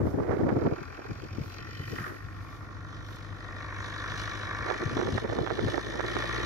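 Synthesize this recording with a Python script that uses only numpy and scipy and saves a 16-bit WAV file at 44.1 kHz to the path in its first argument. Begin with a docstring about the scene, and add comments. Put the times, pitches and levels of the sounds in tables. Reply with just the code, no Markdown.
"""Light aircraft rolling past

A single-engine aircraft opens its throttle and rolls past on a runway, heard from the airfield fence.
Four cylinders and a two-blade propeller give a drone of sine partials, and gated noise makes the
rattling bark and pulsing hiss. Bundles of filtered noise buffet the two microphone ports, with rustles,
a scrape and clicks close by over a grassy rumble. A wind filter ducks the bass of the right port.
"""
import sys
import numpy as np
from scipy import signal
from scipy.fft import rfft, irfft
from scipy.io import wavfile
from scipy.ndimage import uniform_filter1d, map_coordinates

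SR = 44100
rng = np.random.default_rng(int(sys.argv[2]) if len(sys.argv) > 2 else 0)


def dump(signal):
    """Clip the signal to [-1, 1] and save it as 16-bit WAV at the path in sys.argv[1]."""
    limited = np.clip(np.atleast_2d(signal).T, -1, 1)
    pcm = np.round(limited * 32767).astype(np.int16)
    wavfile.write(sys.argv[1], SR, pcm)


N = 284753
TIME = np.arange(N) / SR  # seconds
FREQ = np.maximum(np.arange(N // 2 + 1) * SR / N, 1)  # Hz, kept off zero for the logarithms

# engine speed as heard, in firings and blade passes a second: time_s, firing_rate_hz
ENGINE_SPEED = [(0.1, 38.9), (0.5, 39.9), (1, 43.15), (1.4, 46.95), (1.8, 48.15), (2.2, 49.55), (2.6, 49.8),
                (3, 50.05), (3.4, 50.3), (3.8, 50.35), (4.2, 50.95), (4.6, 51.9), (5, 52.17), (5.4, 53.82),
                (5.8, 54.56), (6.1, 56.54), (6.4, 57.79)]
# propeller drone before the balance of its partials: time_s, level_db
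DRONE_LEVEL = [(0, -40), (1, -49), (2.3, -46), (3, -44), (4, -41.5), (5, -41), (5.8, -41), (6.4, -35)]
# drone partials: multiple_of_firing_rate, early_level_db, late_level_db
DRONE_PARTIALS = [(1, -7.5, -2.5), (2, 1, -1.5), (3, -17.5, -12.5), (4, -34.5, -14), (5, -30, -29),
                  (6, -19.5, -16)]
# exhaust bark as it carries across the field, before the mix trims: time_s, level_db
BARK_CURVE = [(0, -55), (0.3, -51.5), (0.85, -45), (1.35, -49.5), (1.9, -42.5), (2.2, -48.5), (3.35, -48),
              (3.6, -43), (4.65, -38), (4.85, -42.5), (5.3, -47.5), (5.9, -46), (6.18, -39), (6.4, -37)]
# tone of the exhaust bark: freq_hz, level_db
BARK_SPECTRUM = [(150, -48), (420, -11), (600, -5), (820, -7.5), (1030, -0.5), (1300, -4.5), (1580, -0.5),
                 (1850, 2), (2050, 1), (2250, -4.5), (2600, -9.5), (3100, -58)]
# ringing of the exhaust stubs: freq_hz, width_hz, boost_db
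EXHAUST_STUBS = [(1079, 12, 9), (1163.4, 16.6, 12.5), (1377, 170, 10), (1766, 6.2, 7.5), (2040, 83, -4.5)]
# hiss, which fades in and out more than the bark, before the mix trims: time_s, level_db
HISS_CURVE = [(0, -74), (0.7, -56), (1.5, -52), (1.9, -49.5), (2.2, -63), (2.72, -67.5), (2.9, -58.5),
              (3.1, -57.5), (3.27, -58.5), (3.42, -55), (3.72, -57.5), (3.85, -47.5), (3.97, -50.5),
              (4.08, -47), (4.24, -43.5), (4.4, -49), (5.17, -47), (5.28, -52.5), (5.7, -44.5), (5.9, -49),
              (6.05, -46.5), (6.15, -42.5), (6.4, -41.5)]
# tone of the hiss from the side: freq_hz, level_db
HISS_SIDE_SPECTRUM = [(2200, -3.5), (2900, -6), (3500, 2.5), (4100, 0), (4900, -6.5), (5500, -2.5),
                      (6200, -8.5), (7200, -18), (8300, -21), (10000, -18), (11400, -26.5), (12200, -33),
                      (15500, -36)]
# tone of the hiss while the nose still points at the listener: freq_hz, level_db
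HISS_AHEAD_SPECTRUM = [(1900, -1.5), (2600, 6), (3100, -5.5), (3700, -8), (4300, 2), (5100, 0.5),
                       (6200, -8.5), (7200, -14), (8500, -31), (15000, -22)]
HISS_LEAD = 0.16  # share of a firing by which the hiss comes before the bark
# peaks and hollows of the rasp from ahead: freq_hz, width_hz, part_throttle_db, full_throttle_db
NOSE_RESONANCES = [(710, 1100, 0.5, -9), (1380, 230, -1.5, -1.5), (1690, 100, -6, -13), (1940, 220, 2, 9),
                   (2220, 140, 0.5, -7), (2410, 340, 1, 1.5), (2850, 340, -5, -5.5), (3020, 170, 4.5, 11.5),
                   (3470, 200, 4, 9), (4160, 300, -3, -1)]
# bounce off the ground; the lag also drifts a little by chance: time_s, lag_ms, share_of_direct
GROUND_BOUNCE = [(0.5, 1.3, 0.31), (1.2, 1.19, 0.14), (1.7, 1.6, 0.14), (2.3, 1.68, .25), (3.2, 1.58, 0.16),
                 (3.9, 1.78, 0.31), (6.4, 1.676, 0.2)]
# aircraft at the two ports while it approaches: freq_hz, left_lead_rad
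PORT_PHASE_AHEAD = [(0, -0.5), (600, 2.5), (1120, -5.5), (1810, -5), (2410, 0.5), (3010, 1.5), (3620, -5.5),
                    (3960, -1), (4740, -4.5), (6030, -4.5), (7490, 1.5), (8350, -11), (9130, -18),
                    (15300, -20.5)]
# aircraft at the two ports from the side: freq_hz, left_lead_rad
PORT_PHASE_SIDE = [(0, 1), (1720, -1.4), (2240, 5.5), (2670, 4), (2930, 5.5), (3530, 2), (4570, 1.5),
                   (5080, -0.7), (6800, 0.2), (7150, -7.5), (8010, -2), (11000, -7), (15300, -10.5)]
# aircraft colour, right port against left: freq_hz, right_minus_left_db
PORT_TONE = [(100, -5.5), (450, -2), (1300, -0.5), (2500, -2), (3100, 4.5), (4000, 0), (4900, -5.5),
             (6000, 2.5), (8000, -1.5), (10000, -12.5), (15000, -1)]

# gusts that stand out, before the port trims: time_s, left_db, right_db, right_crackle_db, half_length_s
STRONG_GUSTS = [(0.01, -23.5, -28, -51, 0.012), (0.041, -28, -43, -60, 0.012),
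                (0.069, -27, -28.5, -51, 0.017), (0.145, -24.5, -31, -58, 0.007),
                (0.187, -24.5, -28.5, -56, 0.013), (0.204, -35.5, -28, -46, 0.0043),
                (0.232, -36.5, -32, -43, 0.008), (0.301, -33, -29.5, -37.5, 0.045),
                (0.314, -30.5, -27, -36, 0.013), (0.336, -28.5, -32, -41, 0.0053),
                (0.405, -31, -25.5, -42, 0.013), (0.438, -21, -30.5, -50, 0.014),
                (0.469, -28, -22.5, -46, 0.0058), (0.493, -28, -23.5, -30, 0.0083),
                (0.523, -21.5, -27, -44, 0.0092), (0.568, -21, -23, -52, 0.0079),
                (0.622, -29.5, -28, -36, 0.014), (0.664, -21, -22, -54, 0.011),
                (0.725, -24, -25.5, -61, 0.009), (0.767, -52, -52, -35, 0.0031),
                (0.787, -44, -33, -44, 0.0049), (0.821, -35.5, -42, -55, 0.009),
                (0.993, -40, -39.5, -47, 0.011), (1.056, -52, -38, -48, 0.0051),
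                (1.108, -32.5, -40.5, -55, 0.011), (1.236, -36, -46.5, -66, 0.012),
                (1.386, -29, -45, -67, 0.0096), (1.934, -32, -41, -62, 0.013), (2.108, -44, -42, -69, 0.03),
                (4.698, -59, -33.5, -26.5, 0.023), (4.828, -29, -29, -43, 0.0052),
                (4.971, -24, -23.5, -38, 0.0046), (4.995, -32, -25.5, -32, 0.0089),
                (5.031, -34, -28.5, -36, 0.019), (5.083, -36, -30, -43, 0.0086),
                (5.156, -27, -33, -53, 0.0091), (5.181, -38, -32, -23, 0.0041),
                (5.249, -31, -28.5, -34.5, 0.0097), (5.295, -34, -33.5, -33, 0.0064),
                (5.327, -33.5, -27.5, -37, 0.0099), (5.369, -35, -32.5, -37, 0.017),
                (5.388, -29, -27.5, -35, 0.0067), (5.428, -42, -28.5, -61, 0.018),
                (5.475, -53, -38, -34, 0.0077), (5.506, -48, -30.5, -28.5, 0.012),
                (5.591, -37.5, -28, -32.5, 0.016), (5.639, -25.5, -36, -45, 0.018),
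                (5.681, -47, -28.5, -30.5, 0.0083), (5.742, -39, -25.5, -28, 0.01),
                (5.78, -32, -21, -28.5, 0.0036), (5.957, -39, -30, -43, 0.011),
                (5.996, -34, -30.5, -26, 0.0059), (6.049, -36, -29, -39, 0.01),
                (6.161, -31.5, -29.5, -38, 0.0099), (6.244, -55, -35, -32.5, 0.011)]
# force of the wind, as an average small gust before the port trims: time_s, left_db, right_db
WIND_FORCE = [(0, -39, -45), (0.66, -52, -30), (0.75, -52, -50.5), (2.1, -49.5, -48.5), (2.25, -56, -57),
              (3.5, -67, -52.5), (4.6, -47.5, -46), (4.8, -34, -37.5), (5.65, -39, -42),
              (5.85, -42.5, -37.5), (6.4, -46, -34)]
# crackle of a small gust against its buffet; later wind has less of it: time_s, crackle_minus_buffet_db
CRACKLE_BALANCE = [(2.5, -9), (4.8, -18.5)]
GUSTS_PER_S, GUST_JITTER = 28, .22  # jitter as a share of the mean gap
GUST_HALF_S, GUST_SCATTER_DB = 0.0091, 1.5  # half length and uneven strength of small gusts
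GUST_CLEAR_S = .016  # small gusts keep this far from the strong ones
# tone of the buffeting on the left port: freq_hz, level_db
LEFT_BUFFET_SPECTRUM = [(30, -43), (60, -17.5), (100, -1.5), (170, -10.5), (280, -5.5), (410, -11),
                        (650, -28), (1200, -38.5), (2000, -37), (3000, -78)]
# tone of the buffeting on the right port: freq_hz, level_db
RIGHT_BUFFET_SPECTRUM = [(30, -26), (60, -15), (110, -0.5), (190, -4), (340, 3), (450, -1), (700, -10.5),
                         (1400, -23.5), (3000, -65), (8000, -87)]
# tone of the wind crackle on the right port: freq_hz, level_db
CRACKLE_SPECTRUM = [(150, -20), (500, 14), (1000, 7.5), (1900, 6), (2800, -17.5), (6000, -29), (9000, -45),
                    (15000, -78)]
# big slow eddies that thump both ports, before the right port's trim: time_s, level_db
THUMP_HITS = [(1.119, -32), (1.335, -32), (1.414, -27.5), (1.802, -30), (1.93, -35), (2.01, -28.5),
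              (4.61, -31), (4.862, -24), (4.95, -33), (5.135, -25), (5.41, -24), (5.652, -24)]
# tone of the thumps: freq_hz, level_db
THUMP_SPECTRUM = [(30, -15), (60, -4), (100, 13), (160, 1.5), (280, -12), (500, -16), (2000, -63)]
THUMP_HALF_S = 0.012
# single hard cracks of the wind on the right port, before ringing and trim: time_s, strike_db
WIND_CRACKS = [(0.202, -27), (0.234, -23), (0.669, -15.5), (4.703, -11), (4.829, -25), (4.977, -14),
               (5.0, -18), (5.014, -10.5), (5.072, -14), (5.182, -23), (5.299, -31), (5.33, -19),
               (5.465, -13), (5.474, -12.5), (5.504, -12), (5.685, -22), (5.745, -32), (5.779, -13),
               (6.006, -10), (6.04, -15), (6.167, -7), (6.203, -14)]

# soft rustles close to the microphone, before the port trims: time_s, peak_db, half_length_s, brightest_hz
RUSTLE_SWELLS = [(0.09, -63, 0.044, 12000), (1.477, -61.5, 0.079, 14500), (1.947, -59.5, 0.16, 14000),
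                 (2.054, -61, 0.12, 11500), (2.523, -70, 0.14, 12100), (3.124, -65.5, 0.071, 12300)]
# tone of the rustles and clicks: freq_hz, level_db
RUSTLE_SPECTRUM = [(500, -30), (1600, -22), (3000, 13), (6000, 11.5), (8300, -2), (11000, 4.5), (15500, -1)]
RUB_DB, RUB_ENDS_S = -71.5, 2.74  # faint rubbing under the rustles, before the port trims
# tone of the brief scrape near the microphone: freq_hz, level_db
SCUFF_SPECTRUM = [(500, -13), (1000, -6), (1250, 7), (1850, 4), (2300, -15), (4000, -36)]
# tiny clicks close to the microphone: time_s, peak_db
TICK_HITS = [(0.833, -55), (3.161, -50)]
TICK_S = 0.002  # decay time either side of the peak
# tone of the breeze over the field: freq_hz, level_db
FIELD_SPECTRUM = [(20, -29), (50, 3), (100, 11.5), (200, -0.5), (400, -19.5), (800, -19), (1100, -4),
                  (2500, -27), (6000, -26), (8500, -54), (15500, -68)]
TOP_HZ = 15650  # upper limit of the finished sound


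def aircraft():
    """Drone, exhaust bark and hiss on one crankshaft; part arrives direct, part scattered by the field."""
    firings = 1 + np.cumsum(curves(ENGINE_SPEED)[0]) / SR + .008 * walk(4)
    # the nose points less and less at the listener
    angle = np.pi / 2 * np.clip((TIME - 2.1) / 0.63, 0, 1)
    ahead, side_on = np.cos(angle), np.sin(angle)

    bark_puffs = puffs(firings, width=.16, pattern_db=[.6, -.4, .3, -.6], scatter_db=1.0)
    hiss_puffs = puffs(firings + HISS_LEAD, width=.115, pattern_db=[.6, -.6, .6, -.6], scatter_db=1.6)
    bark_gate = unit(.7 + .3 * side_on + bark_puffs)
    hiss_gate = unit(.95 + .4 * side_on + hiss_puffs)
    # moving air makes the treble shimmer more than the bark
    bark_gain = undb(curves(BARK_CURVE)[0] + .7 * walk(8))
    hiss_gain = undb(curves(HISS_CURVE)[0] + 1.3 * walk(8))

    bark = exhaust_bark(firings, bark_gate, bark_gain)
    rattle = ground_echo(undb(0.2) * bark + undb(-1.5) * gas_hiss(hiss_gate, hiss_gain, ahead, side_on))
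    # eddies along the path shift the colour of the rasp
    rattle = flutter(rattle, per_s=4, width_hz=330, depth_db=1.4)
    direct = drone(firings) + cylinder_throb(firings) + nose_on(rattle)

    def scattered():
        """Bark and hiss with fresh turbulence for one port, gated by the same firings."""
        loose_bark = bark_gain * colour(bark_gate * noise(), exhaust_response())
        loose_hiss = gas_hiss(hiss_gate, hiss_gain, ahead, side_on)
        return nose_on(undb(-7.5) * loose_bark + undb(-7.0) * loose_hiss)

    left = direct + scattered()
    right = direct + scattered()
    right_ahead = at_right_port(ahead * right, PORT_PHASE_AHEAD)
    right_side = at_right_port(side_on * right, PORT_PHASE_SIDE)
    return np.array([left, right_ahead + right_side])


def drone(firings):
    """Low partials of blades and firings; their level steadies, then their balance shifts abeam."""
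    abeam = np.clip((TIME - 4.2) / 1.6, 0, 1)
    waver_db = np.interp(TIME, [1.8, 2.6], [2.6, 1.1])
    tone = np.zeros(N)
    for multiple, early_db, late_db in DRONE_PARTIALS:
        level_db = early_db + (late_db - early_db) * abeam + waver_db * walk(18.0)
        phase = 2 * np.pi * (round(multiple) * firings + rng.random())
        tone += undb(level_db) * np.sin(phase)
    return np.sqrt(2) * tone * undb(curves(DRONE_LEVEL)[0])


def exhaust_bark(firings, gate, gain):
    """Turbulence gated by the firings rings in the exhaust stubs, half of it alike in every cycle."""
    gas = repeating(firings) + .55 * noise()
    bark = colour(gate * gas, exhaust_response()) * gain
    # the top of the bark opens up as the exhaust turns towards the fence
    top = irfft(rfft(bark) * response([(1300, -16.5), (1750, 4.5), (2300, 3.0), (3000, -12)]), N)
    top_db = np.interp(TIME, [3.0, 4.2, 6.3], [-2.5, 1.3, 3.5])
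    return bark + top * (undb(top_db) - 1)


def exhaust_response():
    """Gain of the exhaust: its broad tone plus the narrow ringing of the stubs."""
    ringing_db = sum(db / (1 + (2 * (FREQ - hz) / width) ** 2) for hz, width, db in EXHAUST_STUBS)
    return response(BARK_SPECTRUM) * undb(ringing_db)


def gas_hiss(gate, gain, ahead, side_on):
    """Gas rasp at each firing, pulsing more deeply from ahead than from the side."""
    gas = gate * flutter(noise(), per_s=45, width_hz=700, depth_db=2.0)
    # the very top only carries when the hiss is at its strongest
    sizzle_db = 2 * np.minimum(curves(HISS_CURVE)[0] + 45, 0) - 26
    sizzle = undb(sizzle_db) * colour(gas, response([(7000, -30), (14000, -2)]))
    from_ahead = ahead * colour(gas, response(HISS_AHEAD_SPECTRUM))
    from_side = side_on * colour(gas, response(HISS_SIDE_SPECTRUM))
    return gain * (from_ahead + from_side + sizzle)


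def cylinder_throb(firings):
    """Unequal cylinders put a comb of quarter orders under the bark."""
    spectrum = [(60, -8.5), (160, -3), (260, 5.5), (400, -4.0), (560, -3.5), (850, -34.5)]
    level_db = np.minimum(curves(DRONE_LEVEL)[0], -39.0) - 8.0
    return colour(repeating(firings), response(spectrum)) * undb(level_db)


def puffs(firings, width, pattern_db, scatter_db):
    """Firing envelope: a quick burst and a longer tail, its strength set by the cylinder and by chance."""
    index, age = firings.astype(int), firings % 1
    chance_db = scatter_db * np.clip(noise(), -2, 2)[index]
    size = undb(np.array(pattern_db)[index % len(pattern_db)] + chance_db)
    age = age - .3 - .02 * noise()[index]  # each firing is slightly early or late
    burst = (age / (.6 * width)) ** 2
    tail = abs(age / (2 * width)) ** 1.3
    return unit(size * np.exp(-np.where(age < 0, burst, tail)))


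def repeating(firings, count=4, size=3600):
    """Gas turbulence that comes back alike in every four-firing cycle."""
    place = firings % count / count * size
    return unit(np.interp(place, np.arange(size), rng.standard_normal(size)))


def nose_on(x):
    """From ahead the rasp has hollow resonances, sharper with open throttle, gone as the nose turns away."""
    def ringing(column):
        boost_db = sum(row[column] / (1 + (2 * (FREQ - row[0]) / row[1]) ** 4) for row in NOSE_RESONANCES)
        return irfft(rfft(x) * undb(boost_db), N)

    opened = np.interp(TIME, [1.5, 1.75], [0, 1])
    turned = np.interp(TIME, [1.95, 2.3], [0, 1])
    hollow = (1 - opened) * ringing(column=2) + opened * ringing(column=3)
    return (1 - turned) * hollow + turned * x


def ground_echo(x):
    """A later, duller bounce off the grass combs the spectrum; the comb glides as the aircraft rolls."""
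    lag_ms, share = curves(GROUND_BOUNCE)
    lag_s = lag_ms * (1 + .02 * walk(3)) / 1000
    soft = irfft(rfft(x) / (1 + (FREQ / 6500) ** 6), N)
    return x + share * np.interp(TIME - lag_s, TIME, soft)


def flutter(x, per_s, width_hz, depth_db):
    """Patches of the spectrum, about width_hz wide, swell and fade about per_s times a second."""
    hz, s, spectrum = signal.stft(x, SR, nperseg=512, noverlap=384)
    grid = np.meshgrid(hz / width_hz, s * per_s, indexing="ij")
    patches = map_coordinates(rng.standard_normal((256, 512)), grid, mode="mirror")
    gain = undb(depth_db * patches)
    return signal.istft(spectrum * unit(gain), SR, nperseg=512, noverlap=384)[1][:N]


def at_right_port(x, phase):
    """The path round the microphone body turns the phase and colours the sound."""
    turn = np.exp(-1j * np.interp(FREQ, *np.transpose(phase)))
    return irfft(rfft(x) * response(PORT_TONE) * turn, N)


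def wind():
    """Small eddies strike the ports unequally, big ones thump both; the exposed right port also crackles."""
    s, left_db, right_db, crackle_db, half_s = np.vstack([STRONG_GUSTS, small_gusts()]).T
    left = buffets(zip(s, left_db, half_s), LEFT_BUFFET_SPECTRUM, eddy_hz=128, eddy_db=4.0)
    right = buffets(zip(s, right_db, half_s), RIGHT_BUFFET_SPECTRUM, eddy_hz=165, eddy_db=4.0)
    crackle = buffets(zip(s, crackle_db, 0.69 * half_s), CRACKLE_SPECTRUM, eddy_hz=624, eddy_db=9.5)
    thump_rows = [(at, db, THUMP_HALF_S) for at, db in THUMP_HITS]
    thumps = buffets(thump_rows, THUMP_SPECTRUM, eddy_hz=60.6, eddy_db=0.5)
    cracks = snaps(WIND_CRACKS, decay_s=0.00048, ring_hz=1210)
    left_port = undb(3.0) * left + thumps
    right_port = undb(4.5) * right + undb(3.5) * crackle + undb(2.0) * cracks + undb(-3.0) * thumps
    return np.array([left_port, right_port])


def small_gusts(count=240):
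    """An uneven run of gusts that follow the force of the wind: rows like those of STRONG_GUSTS."""
    slip, left, right, crackle = rng.standard_normal((count, 4)).T
    s = (np.arange(count) + .5 + GUST_JITTER * slip) / GUSTS_PER_S
    times, left_db, right_db = np.transpose(WIND_FORCE)
    left_db = np.interp(s, times, left_db) + GUST_SCATTER_DB * left
    right_db = np.interp(s, times, right_db) + GUST_SCATTER_DB * right
    crackle_db = right_db + np.interp(s, *np.transpose(CRACKLE_BALANCE)) + GUST_SCATTER_DB * crackle
    clear = abs(s[:, None] - np.array(STRONG_GUSTS)[:, 0]).min(axis=1) > GUST_CLEAR_S
    rows = np.transpose([s, left_db, right_db, crackle_db, np.full(count, GUST_HALF_S)])
    return rows[clear & (s > 0) & (s < TIME[-1])]


def buffets(rows, spectrum, eddy_hz, eddy_db):
    """Each gust (time_s, level_db, half_length_s) is a short bundle of uneven eddies striking a port."""
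    unevenness_db = eddy_db * 2 * np.tanh(walk(eddy_hz) / 2)
    eddies = colour(noise() * undb(unevenness_db), response(spectrum))
    out = np.zeros(N)
    for s, db, half_s in rows:
        near = np.flatnonzero(abs(TIME - s) < 5 * half_s)
        age = (TIME[near] - s) / half_s
        swell = np.exp(-abs(age * np.where(age < 0, 1.15, .85)) ** 0.94)  # it builds faster than it dies
        out[near] += undb(db) * unit(swell * eddies[near]) * np.sqrt(np.mean(swell ** 2))
    return out


def snaps(rows, decay_s, ring_hz):
    """The hardest eddies (time_s, strike_db) each ring once, briefly, against the right port."""
    strikes, age = np.zeros(N), TIME[:300]
    ring = np.exp(-age / decay_s) * np.sin(2 * np.pi * ring_hz * age)
    crack = np.convolve(ring, np.hanning(9) / 4)  # rounds off the onset
    for s, db in rows:
        strikes[min(int(s * SR), N - 1)] += undb(db)
    return signal.fftconvolve(strikes, crack)[:N]


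def rustle():
    """Brief swells of bright rubbing noise, each with its own sheen, stronger on the right."""
    def port():
        rub_gain = undb(RUB_DB) * np.clip((RUB_ENDS_S - TIME) / .2, 0, 1)
        out = rub_gain * colour(noise(), response(RUSTLE_SPECTRUM))
        for s, db, half_s, hz in RUSTLE_SWELLS:
            sheen = undb(7.0 / (1 + ((FREQ - hz) / 1400) ** 2))
            swell = undb(db) * np.exp(-((TIME - s) / half_s) ** 2)
            out = out + swell * colour(noise(), response(RUSTLE_SPECTRUM) * sheen)
        return out

    grain = undb(1.0 * walk(40) + 1.7 * walk(900))
    return np.array([grain * undb(trim_db) * port() for trim_db in (.5, 3)])


def scuff():
    """One short, grainy scrape of filtered noise close to the microphone."""
    swell = np.exp(-((TIME - 2.05) / .085) ** 4) * undb(-44 + 3.5 * walk(80))
    swell = swell + undb(-29) * np.exp(-abs(TIME - 1.987) / 0.0012)  # it catches as it starts
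    return undb(2.0) * np.array([swell * colour(noise(), response(SCUFF_SPECTRUM)) for _ in range(2)])


def ticks():
    """Tiny bright clicks close to the microphone: noise under very short peaks."""
    gain = sum(undb(db) * np.exp(-abs(TIME - s) / TICK_S) for s, db in TICK_HITS)
    return np.array([gain * colour(noise(), response(RUSTLE_SPECTRUM)) for _ in range(2)])


def field():
    """Breeze over open grass: a restless rumble, partly shared by the ports, and a faint hiss."""
    rumble = colour(noise(), response([(20, -18), (50, 6.5), (110, 9.5), (200, -6), (600, -68.0)]))
    shared = undb(-49.5 + 2.6 * walk(14)) * rumble

    def port(level_db):
        return undb(level_db + 3.04 * walk(19.0)) * colour(noise(), response(FIELD_SPECTRUM))

    return shared + np.array([port(-51), port(-48)])


def undb(db):
    """Decibels to gain."""
    return 10 ** (np.asarray(db) / 20)


def curves(table):
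    """Each column of a timed table, sample by sample."""
    s, *columns = np.transpose(table)
    return [np.interp(TIME, s, c) for c in columns]


def response(points):
    """Gain at every frequency from (freq_hz, level_db) points."""
    hz, db = np.transpose(points)
    return undb(np.interp(np.log(FREQ), np.log(hz), db))


def unit(x):
    """Scale to rms 1."""
    return x / np.sqrt(np.mean(x ** 2) + 1e-18)


def colour(x, gain):
    """Filter by a frequency response; rms 1."""
    return unit(irfft(rfft(x) * gain, N))


def noise():
    """White noise."""
    return rng.standard_normal(N)


def walk(rate):
    """Smooth chance that changes about rate times a second; spread 1."""
    return colour(noise(), 1 / (1 + (FREQ / rate) ** 4))


def scene():
    """Aircraft, wind, the noises at the microphone and the field."""
    return aircraft() + wind() + rustle() + scuff() + ticks() + field()


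def wind_filter(ports, corner_hz, threshold_db, depth_db, hold_s, margin):
    """Cuts the bass of the right port for as long as it carries clearly more buffeting than the left."""
    spectra = rfft(ports)
    bass = irfft(spectra[1] / (1 + (FREQ / corner_hz) ** 12), N)
    buffet = irfft(spectra * response([(130, -26), (180, 6), (600, 6.5), (900, -31)]), N)
    left_power, right_power = uniform_filter1d(buffet ** 2, int(hold_s * SR), axis=1)
    excess_db = 10 * np.log10(np.maximum(right_power - margin * left_power, 1e-18))
    wanted = np.clip((excess_db - threshold_db) / 3, 0, 1)
    closed = uniform_filter1d(wanted, size=900)  # eases in and out over 900 samples
    return ports[1] - bass * (1 - undb(depth_db * closed))


def record(dry):
    """Wind filter on the right port, short fades at both ends, then the top is cut."""
    right = wind_filter(dry, corner_hz=282, threshold_db=-51.0, depth_db=-20.0, hold_s=0.068, margin=1.65)
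    fade = np.clip(np.minimum(TIME, TIME[-1] - TIME) / .004, 0, 1)
    top_cut = signal.ellip(12, .2, 90, TOP_HZ, fs=SR, output="sos")
    return signal.sosfilt(top_cut, fade * np.array([dry[0], right]))


dry = scene()
out = record(dry)
dump(out)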